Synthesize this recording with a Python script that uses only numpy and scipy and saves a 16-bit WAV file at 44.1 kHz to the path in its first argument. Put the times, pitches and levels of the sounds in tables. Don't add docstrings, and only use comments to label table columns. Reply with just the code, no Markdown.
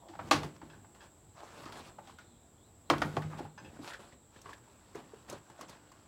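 import sys
import numpy as np
from scipy import signal
from scipy.fft import rfft, irfft, next_fast_len
from scipy.io import wavfile
from scipy.ndimage import uniform_filter1d

SR = 44100
rng = np.random.default_rng(int(sys.argv[2]) if len(sys.argv) > 2 else 0)


def wav_record(signal):
    frames = np.transpose(np.atleast_2d(signal))
    bounded = np.clip(frames, -1, 1)
    quanta = np.round(bounded * 32767).astype(np.int16)
    wavfile.write(sys.argv[1], SR, quanta)


def volts_from_decibels(level):
    exponent = np.asarray(level, float) / 20
    return 10 ** exponent


N = 267687
T = np.arange(N) / SR


def level(x, db):
    return x * volts_from_decibels(db) / np.sqrt(np.mean(x ** 2))


def peak(x, db):
    return x * volts_from_decibels(db) / np.abs(x).max()


def band(x, lo_hz, hi_hz, order=2):
    edges_hz = [lo_hz, min(hi_hz, .49 * SR)]
    return signal.sosfilt(signal.butter(order, edges_hz, "bandpass", fs=SR, output="sos"), x)


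def colour(x, points):
    hz, db = np.transpose(points)
    n = next_fast_len(len(x))
    bins_hz = np.arange(n // 2 + 1) * SR / n
    gain = volts_from_decibels(np.interp(np.log(bins_hz + 1), np.log(hz), db))
    return irfft(rfft(x, n) * gain, n)[:len(x)]


def walk(rate):
    k = int(SR / rate)
    held = np.repeat(rng.standard_normal(N // k + 1), k)
    return uniform_filter1d(uniform_filter1d(held, k), k)[:N]


def fade(t, t60):
    return np.exp(-np.log(1000) * t / max(t60, 1e-3))


def add(out, s, sound):
    i = int(s * SR)
    out[i:i + len(sound)] += sound[:N - i]


# frequency in Hz, relative density in dB per Hz.
AIR_SPECTRUM = [(18, -31.5), (30, -1.5), (115, 4.5), (179, -29), (303, -12.5), (822, -10.5), (2060, -27),
                (3490, -26), (5590, -28.5), (6550, -28.5), (7670, -11.5), (9220, -32), (16000, -30.5)]


def air():
    swell_db = 1.14 * walk(3.48)
    return level(colour(rng.standard_normal(N), AIR_SPECTRUM) * volts_from_decibels(swell_db), -64)


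def insects():
    centre_hz, width_hz, rms_db = 7704, 634, -72
    throb_db = 1.3 * walk(42) + 1.3 * walk(1.47)
    noise = rng.standard_normal(N) * volts_from_decibels(throb_db)
    return level(band(noise, centre_hz - width_hz / 2, centre_hz + width_hz / 2), rms_db)


# time in seconds, centre in Hz, level in dB.
TWITTER_COURSE = [(0, 3310, -74.5), (0.148, 3230, -89.5), (1.898, 3647, -80), (2.25, 3570, -75.5),
                  (2.46, 3496, -79), (2.56, 3150, -85), (2.615, 3290, -78), (2.67, 3650, -76),
                  (2.72, 3504, -90), (2.82, 3470, -96), (2.871, 3536, -74), (3.1, 3545, -82.5),
                  (4.2, 3580, -80.5), (4.4, 3486, -80.5), (6.07, 3540, -94)]


def twitter():
    s, hz, db = np.transpose(TWITTER_COURSE)
    voices = np.zeros(N)
    for ratio in (1, 1.1):
        pitch_hz = ratio * np.interp(T, s, hz) + 200 * walk(30)
        smear = walk(600) * volts_from_decibels(3 * walk(21))
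        voices += np.sin(2 * np.pi * np.cumsum(pitch_hz) / SR) * smear
    return volts_from_decibels(np.interp(T, s, db)) * level(voices, 0)


# time in seconds, pitch in Hz, level in dB.
GROAN_COURSE = [(0.0, 706, -73), (0.029, 825, -61), (0.06, 648, -56), (0.13, 807, -66)]


def groan():
    s, hz, db = np.transpose(GROAN_COURSE)
    phase = 2 * np.pi * np.cumsum(np.interp(T, s, hz)) / SR
    roughness = walk(800)
    return volts_from_decibels(np.interp(T, s, db, -150, -150)) * level(np.sin(phase) * roughness, 0)


# frequency in Hz, relative level in dB, undamped 60 dB decay time in seconds.
WALL_MODES = [(99.3, 3.5, 0.11), (149.4, 1.5, 0.42), (293.7, 6.5, 0.22), (332.4, 5, 0.13),
              (498.3, -4, 0.293), (632, 10.5, 0.068), (790, -7.5, 0.074), (805.5, 4.5, 0.08),
              (893, 6, 0.076), (990, 8, 0.045), (1122.5, 7, 0.07), (1239, 3.5, 0.11), (1455, 5, 0.064),
              (1814, -6, 0.029)]
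# centre in Hz, width in Hz, relative level in dB.
HOLLOW_BANDS = [(104.6, 38, 2), (161.6, 59, 7), (292.3, 15, -1), (235, 60, 2.5)]
# loudest moment in seconds, rumble level in dB, rise in seconds,
# 60 dB decay time in seconds, peak ring of the low modes in dB relative to the rumble level.
HOLLOW_PUSHES = [(0.252, -49, 0.11, 1.2, -8), (0.359, -37.5, 0.052, 0.5, -15),
                 (0.445, -39.5, 0.03, 0.19, -2), (0.639, -55.5, 0.05, 1.3, 3), (1.696, -56, 0.26, 2.7, 0.5),
                 (2.922, -36.5, 0.032, 0.3, -5), (3.059, -39, 0.152, 0.34, -4),
                 (3.179, -43, 0.14, 0.4, 12.5), (3.255, -54.5, 0.032, 1.29, 20.5),
                 (3.448, -49, 0.256, 0.14, 6.5), (3.66, -52.5, 0.105, 0.9, -6),
                 (3.798, -51.5, 0.021, 0.38, -1.5), (4.97, -56.5, 0.0096, 0.87, -14),
                 (5.31, -53.5, 0.053, 0.364, 1), (5.608, -55, 0.014, 0.525, -22)]


def hollow():
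    rest_db = -65.5
    push = rng.standard_normal(N)
    rumble = np.zeros(N)
    for hz, width, db in HOLLOW_BANDS:
        rumble += level(band(push, hz - width / 2, hz + width / 2, order=1), db)
    power, rings, t = volts_from_decibels(rest_db) ** 2, np.zeros(N), T[:int(.6 * SR)]
    for s, db, rise, t60, ring_db in HOLLOW_PUSHES:
        onset = np.clip(1 + (T - s) / rise, 0, 1)
        power = power + (volts_from_decibels(db) * onset * fade(np.maximum(T - s, 0), t60)) ** 2
        phases, bend = 2 * np.pi * rng.random(2), 1 + .015 * rng.standard_normal()
        ring = np.zeros(len(t))
        for (hz, mode_db, mode_t60), phase in zip(WALL_MODES[:2], phases):
            swell = (1 - np.exp(-t * hz / 0.62)) * fade(t, mode_t60)
            ring += volts_from_decibels(mode_db) * swell * np.sin(2 * np.pi * hz * bend * t + phase)
        add(rings, s - .01, peak(ring, db + ring_db))
    return np.sqrt(power) * level(rumble, 0) + rings


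# frequency in Hz, relative level in dB, undamped 60 dB decay time in seconds.
RIM_MODES = [(2566, -8, 0.27), (3040, 4, 0.13), (3220, -5.5, .1), (3300, 22.5, 0.02), (4330, -5, 0.054),
             (5230, 4, 0.021), (6730, -3.5, 0.026)]
# time in seconds, peak of the wall sound in dB,
# crack in dB relative to that peak, strongest ring in Hz, damping factor.
BIN_KNOCKS = [(0.086, -45.5, -4, 368, 0.63), (0.136, -41.5, -14, 875, 1.53), (0.152, -40, -13, 770, 2.7),
              (0.191, -32, -25, 790, 2), (0.312, -13.5, -3, 740, 1.37), (0.364, -31, -2.5, 970, 2.2),
              (0.433, -33, -3, 790, 2.6), (0.616, -40.5, -19, 900, 3), (0.628, -40.5, -30, 298, 4.6),
              (0.846, -49, -38, 940, 2.8), (1.657, -40.5, -4, 1200, 1.2), (1.661, -40.5, -16, 258, 5.3),
              (1.724, -45, 5.5, 1390, 2.5), (1.985, -38.5, -42, 768, 2.44), (2.074, -47.5, -1, 770, 0.81),
              (2.096, -47, -10, 990, 3.7), (2.187, -44, -4.5, 1460, 1.05), (2.901, -13.5, -3.5, 1060, 3.1),
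              (2.906, -23.5, -40, 338, 2.6), (2.933, -25, -30, 1133, 1.83), (2.983, -42.5, 8.5, 2000, 4.3),
              (3.019, -15.5, -13.5, 1150, 3.27), (3.169, -19.5, -6.5, 334, 3.74),
              (3.221, -39.5, -4.5, 2400, 1.12), (3.33, -38.5, -51, 1010, 1.2), (3.389, -37, -16, 830, 2),
              (3.404, -32, -30, 363, 2.91), (3.452, -38.5, -21, 816, 2), (3.577, -45.5, -16, 940, 1.1),
              (3.791, -41.5, -35, 300, 3.1)]


def knocks():
    focus_db_per_oct, hard_db, extra_focus_per_db = 4.5, -24, 2.1
    boom_db, rim_level_db, rim_scatter_db = -28, -7, 1
    out, t = np.zeros(N), T[:int(.5 * SR)]
    hz, mode_db, t60 = np.array(WALL_MODES).T[:, :, None]
    rim_hz, rim_db, rim_t60 = np.array(RIM_MODES).T[:, :, None]
    low = hz < 250
    for s, db, crack_db, spot_hz, damp in BIN_KNOCKS:
        chance, noise = rng.standard_normal((3, len(hz), 1)), rng.standard_normal((3, len(t)))
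        light_db = max(hard_db - db, 0)
        focus = focus_db_per_oct + extra_focus_per_db * light_db
        near_db = np.where(low, 0, -focus * np.abs(np.log2(hz / spot_hz)))
        gain = volts_from_decibels(mode_db + near_db) * volts_from_decibels(2 * chance[0])
        swell = (1 - np.exp(-t * hz / 3.2)) * np.exp(-np.log(1000) * t * np.where(low, 1, damp) / t60)
        phase = 2 * np.pi * hz * (1 + 0.015 * chance[1]) * t + 3 * chance[2]
        rings = gain * swell * np.sin(phase)
        # a noisy clatter, drawn towards 1 kHz
        rattle = (1 - np.exp(-t / 0.0016)) * (fade(t, 0.22 / damp) + 0.26 * fade(t, 0.2 / damp))
        middle_hz = np.sqrt(spot_hz * 1000)
        clatter = band(noise[0] * rattle, middle_hz / 1.8, middle_hz * 1.7)
        body = peak(rings[~low[:, 0]].sum(0), -1.74) + peak(clatter, -5.0)
        boom = rings[low[:, 0]].sum(0)
        brightness = 0.12 * (middle_hz / 1000) ** 2
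        tick = band(noise[1] * fade(t, 0.031 / damp), 1350, 4570)
        tick = tick + brightness * band(noise[1] * fade(t, 0.039 / damp), 5100, 13000, order=1)
        buzz = band(noise[2] * fade(t, 0.26 / damp), 1240, 5430)
        edge = rng.standard_normal((2, len(rim_hz), 1))
        rim_gain = volts_from_decibels(rim_db + rim_scatter_db * edge[0])
        rim_decay = np.exp(-np.log(1000) * t * np.sqrt(damp) / rim_t60)
        rim_tone = np.sin(2 * np.pi * rim_hz * (1 + 0.0024 * edge[1]) * t)
        rim = (rim_gain * rim_decay * rim_tone).sum(0)
        crack = peak(tick + 0.37 * buzz, 0) + peak(rim, rim_level_db)
        add(out, s - .001, peak(body, db) + peak(boom, db + boom_db) + peak(crack, db + crack_db))
    return out


# frequency in Hz, relative gain in dB.
HISS_SPECTRUM = [(1500, -11), (2600, 0), (4500, -4.5), (8000, -11.5), (16000, -26)]
# time in seconds,
# scrape level in dB, hiss and chatter in dB relative to the scrape, chatter pitch in Hz.
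LONG_RUBS = [
    [(1.33, -82, -4, 7, 794), (1.374, -57.5, -5.5, -1, 811.3), (1.64, -56, -0.5, -13, 858),
     (1.665, -55, -8, -7, 900), (1.808, -55, 0, 2, 653), (1.83, -64, 2, -10, 594),
     (1.878, -60, 2.5, -19.5, 580), (1.93, -67, -13, -14, 593)],
    [(3.805, -66, -23, -20, 1091), (3.815, -66, 4, -16.5, 1077), (3.839, -55, -0.5, 4.5, 1146),
     (3.865, -50.5, -2.5, -7, 1104), (3.885, -49.5, 0.5, 3, 1388), (3.905, -53, 3, 1, 1586),
     (3.945, -60, 2.5, 0, 1560), (3.985, -73, 4, -7, 1600)],
]
# time in seconds, scrape level in dB.
GRAVEL_SHUFFLE = [(4.45, -100), (4.65, -65.5), (4.9, -69), (5.15, -64.5), (5.45, -67), (6.07, -70)]
# start in seconds, length in seconds,
# loudest moment as a share of the length (0-1), scrape level in dB, hiss in dB relative to the scrape.
SHORT_STROKES = [(0.195, 0.188, 0.4, -63, -16.5), (0.255, 0.044, 0.8, -56, -0.5),
                 (0.544, 0.031, 0.86, -59, -3), (0.703, 0.149, 0.05, -65, -4), (0.942, 0.096, 0, -65, -2),
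                 (0.999, 0.096, 0.5, -60, -3), (2.019, 0.13, 0.67, -61.5, -2), (3.296, 0.1, 0, -53, -7.5),
                 (3.371, 0.037, 0.9, -50, -5), (3.727, 0.06, 0.8, -58, -4.5), (3.986, 0.16, 0, -56.5, -2.5),
                 (4.315, 0.19, 0.28, -65.5, 0.5), (4.439, 0.15, 0.42, -53.5, -5.5),
                 (4.946, 0.061, 0, -50, -6), (5.279, 0.11, 0.11, -52.5, -1.5),
                 (5.578, 0.076, 0.73, -55.5, -4), (5.679, 0.096, 0, -57.5, -2.5)]


def strokes():
    scrape_hz, shuffle_hiss_db = 1060, -2.5
    out, grain = np.zeros(N), np.zeros(N)
    for hz in 300 * 2 ** np.arange(0, 5.8, 1 / 3):
        slip_db = np.minimum(4 * rng.exponential(size=N), 11)
        slips = (rng.random(N) < 900 / SR) * volts_from_decibels(slip_db)
        patch = (level(slips, -2) + 1) * rng.standard_normal(N) * volts_from_decibels(3 * walk(45))
        grain = grain + band(patch, hz / 1.13, hz * 1.13)
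    snaps = (rng.random(N) < 120 / SR) * rng.standard_normal(N)
    grain = level(grain, 0) + level(band(snaps, 500, 6000, order=1), -11)
    hiss = level(colour(grain, HISS_SPECTRUM), 0)
    broad = band(grain, scrape_hz / 4.0, scrape_hz * 1.425)
    narrow = band(grain, scrape_hz / 1.57, scrape_hz * 1.1)
    scrape = level(broad + 0.06 * narrow, 0)

    judder_db, catches = 1.8 * walk(40), level(walk(800) * volts_from_decibels(8.6 * walk(70)), 0)
    for rub in LONG_RUBS:
        s, db, hiss_db, chatter_db, chatter_hz = np.transpose(rub)
        pitch_hz = np.interp(T, s, chatter_hz) * (1 + 0.1197 * walk(60))
        chatter = level(catches * np.sin(2 * np.pi * np.cumsum(pitch_hz) / SR), 0)
        rubbing = scrape + volts_from_decibels(np.interp(T, s, hiss_db)) * hiss
        rubbing = rubbing + volts_from_decibels(np.interp(T, s, chatter_db)) * chatter
        out += volts_from_decibels(np.interp(T, s, db, -150, -150) + judder_db) * rubbing

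    shuffle_db = np.interp(T, *np.transpose(GRAVEL_SHUFFLE)) + 2.0 * walk(13)
    out += volts_from_decibels(shuffle_db) * (scrape + volts_from_decibels(shuffle_hiss_db) * hiss)

    for s, length, share, db, hiss_db in SHORT_STROKES:
        i, n = int(max(s, 0) * SR), int(length * SR)
        points = [0, .04, np.clip(share, .05, .8), .85, 1]
        shape = np.interp(np.arange(n) / n, points, [0.104, 0.32, 1.0, 0.18, 0.34])
        add(out, max(s, 0), volts_from_decibels(db) * shape * (scrape[i:i + n] + volts_from_decibels(hiss_db) * hiss[i:i + n]))
    return out


# frequency in Hz, relative level in dB.
TUB_MODES = [(900, 11.5), (1620, 11), (2620, 3.5), (3320, 0.5), (3950, -6.5), (5000, -3), (6200, -8)]
# time in seconds, peak in dB,
# 60 dB decay time of the excitation in seconds, favoured mode in Hz.
TUB_RATTLES = [(0.698, -47.5, 0.14, 3860), (0.732, -50.5, 0.16, 1620), (1.005, -49, 0.16, 3880),
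               (3.577, -43, 0.15, 6150), (3.645, -47, 0.2, 2600)]


def tub():
    width_hz, scatter_db, favour_db = 260, 1.5, 8
    out, t = np.zeros(N), T[:int(.2 * SR)]
    mode_hz = np.transpose(TUB_MODES)[0]
    for s, db, t60, favoured_hz in TUB_RATTLES:
        ticks = rng.standard_normal(len(t)) * volts_from_decibels(2.8 * rng.exponential(size=len(t))) * fade(t, t60)
        nearness = np.exp(-(4 * np.log(mode_hz / favoured_hz)) ** 2)
        balance_db = scatter_db * rng.standard_normal(len(TUB_MODES)) + favour_db * nearness
        ring = np.zeros(len(t))
        for (hz, mode_db), shift_db in zip(TUB_MODES, balance_db):
            ring += volts_from_decibels(mode_db + shift_db) * band(ticks, hz - width_hz / 2, hz + width_hz / 2)
        add(out, s, peak(ring, db))
    return out


# time in seconds, peak of the ringing and grinding in dB,
# thud and grit in dB relative to that peak, pitch in Hz.
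TURNED_STONES = [(3.935, -32.5, -32, -34, 1870), (3.993, -47.5, 0, -26.5, 434),
                 (4.125, -42, -10, -29.5, 1974), (4.362, -42.5, -8, -23, 1700),
                 (4.416, -58.5, 0, 13.5, 335), (4.459, -33, -15, -30, 1116), (4.493, -36, -14, -20, 1110),
                 (4.532, -32.5, -45, -17, 1710), (4.677, -47, -17, -25.5, 900),
                 (4.954, -30.5, -16.5, -15, 413), (5.136, -36.5, -41, -30, 439),
                 (5.298, -39, -27.5, 6.5, 560), (5.327, -34.5, -4.5, -6.5, 582),
                 (5.5, -39.5, -11, -13, 890), (5.592, -40, -22.5, -29, 625), (5.611, -32, -25, -6, 1110),
                 (5.695, -39.5, -10, -1, 937), (5.918, -40.5, -18, -9, 1085)]


def stones():
    t60, ring_cycles = 0.074, 24
    out, t = np.zeros(N), T[:int(.3 * SR)]
    for s, db, thud_db, grit_db, hz in TURNED_STONES:
        noise = rng.standard_normal((3, len(t)))
        contact = 1 - np.exp(-t / .0016)
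        ring = np.sin(2 * np.pi * hz * t) * fade(t, min(ring_cycles / hz, .5 * t60))
        grind = band(noise[0] * fade(t, t60), .6 * hz, 2.2 * hz)
        grit = band(noise[1] * fade(t, .5 * t60), 4700, 7900, order=1)
        thud = band(noise[2] * fade(t, 2 * t60), 71, 440)
        clack = peak(ring + peak(grind, -10.5), db)
        add(out, s - .001, contact * (clack + peak(grit, db + grit_db) + peak(thud, db + thud_db)))
    return out


def shed(x):
    t60, wash_db = 0.259, -14
    t = T[:int(.5 * SR)]
    lower = band(rng.standard_normal(len(t)), 94, 2400, order=1) * fade(t, t60)
    upper = band(rng.standard_normal(len(t)), 1340, 9900, order=1) * fade(t, 0.5 * t60)
    wash = lower + 0.5 * upper
    wash = wash * (t > .006) / np.sqrt(np.sum(wash ** 2))
    return x + volts_from_decibels(wash_db) * signal.fftconvolve(x, wash)[:N]


def scene():
    near = hollow() + groan() + knocks() + strokes() + tub() + stones()
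    far = air() + insects() + twitter()
    return (shed(near) + far)[None]


def band_limit(x):
    return signal.sosfilt(signal.butter(12, 16460, fs=SR, output="sos"), x)


def record(dry):
    mix = signal.sosfilt(signal.butter(4, 42, "highpass", fs=SR, output="sos"), dry)
    return band_limit(mix)


dry = scene()
out = record(dry)
wav_record(out)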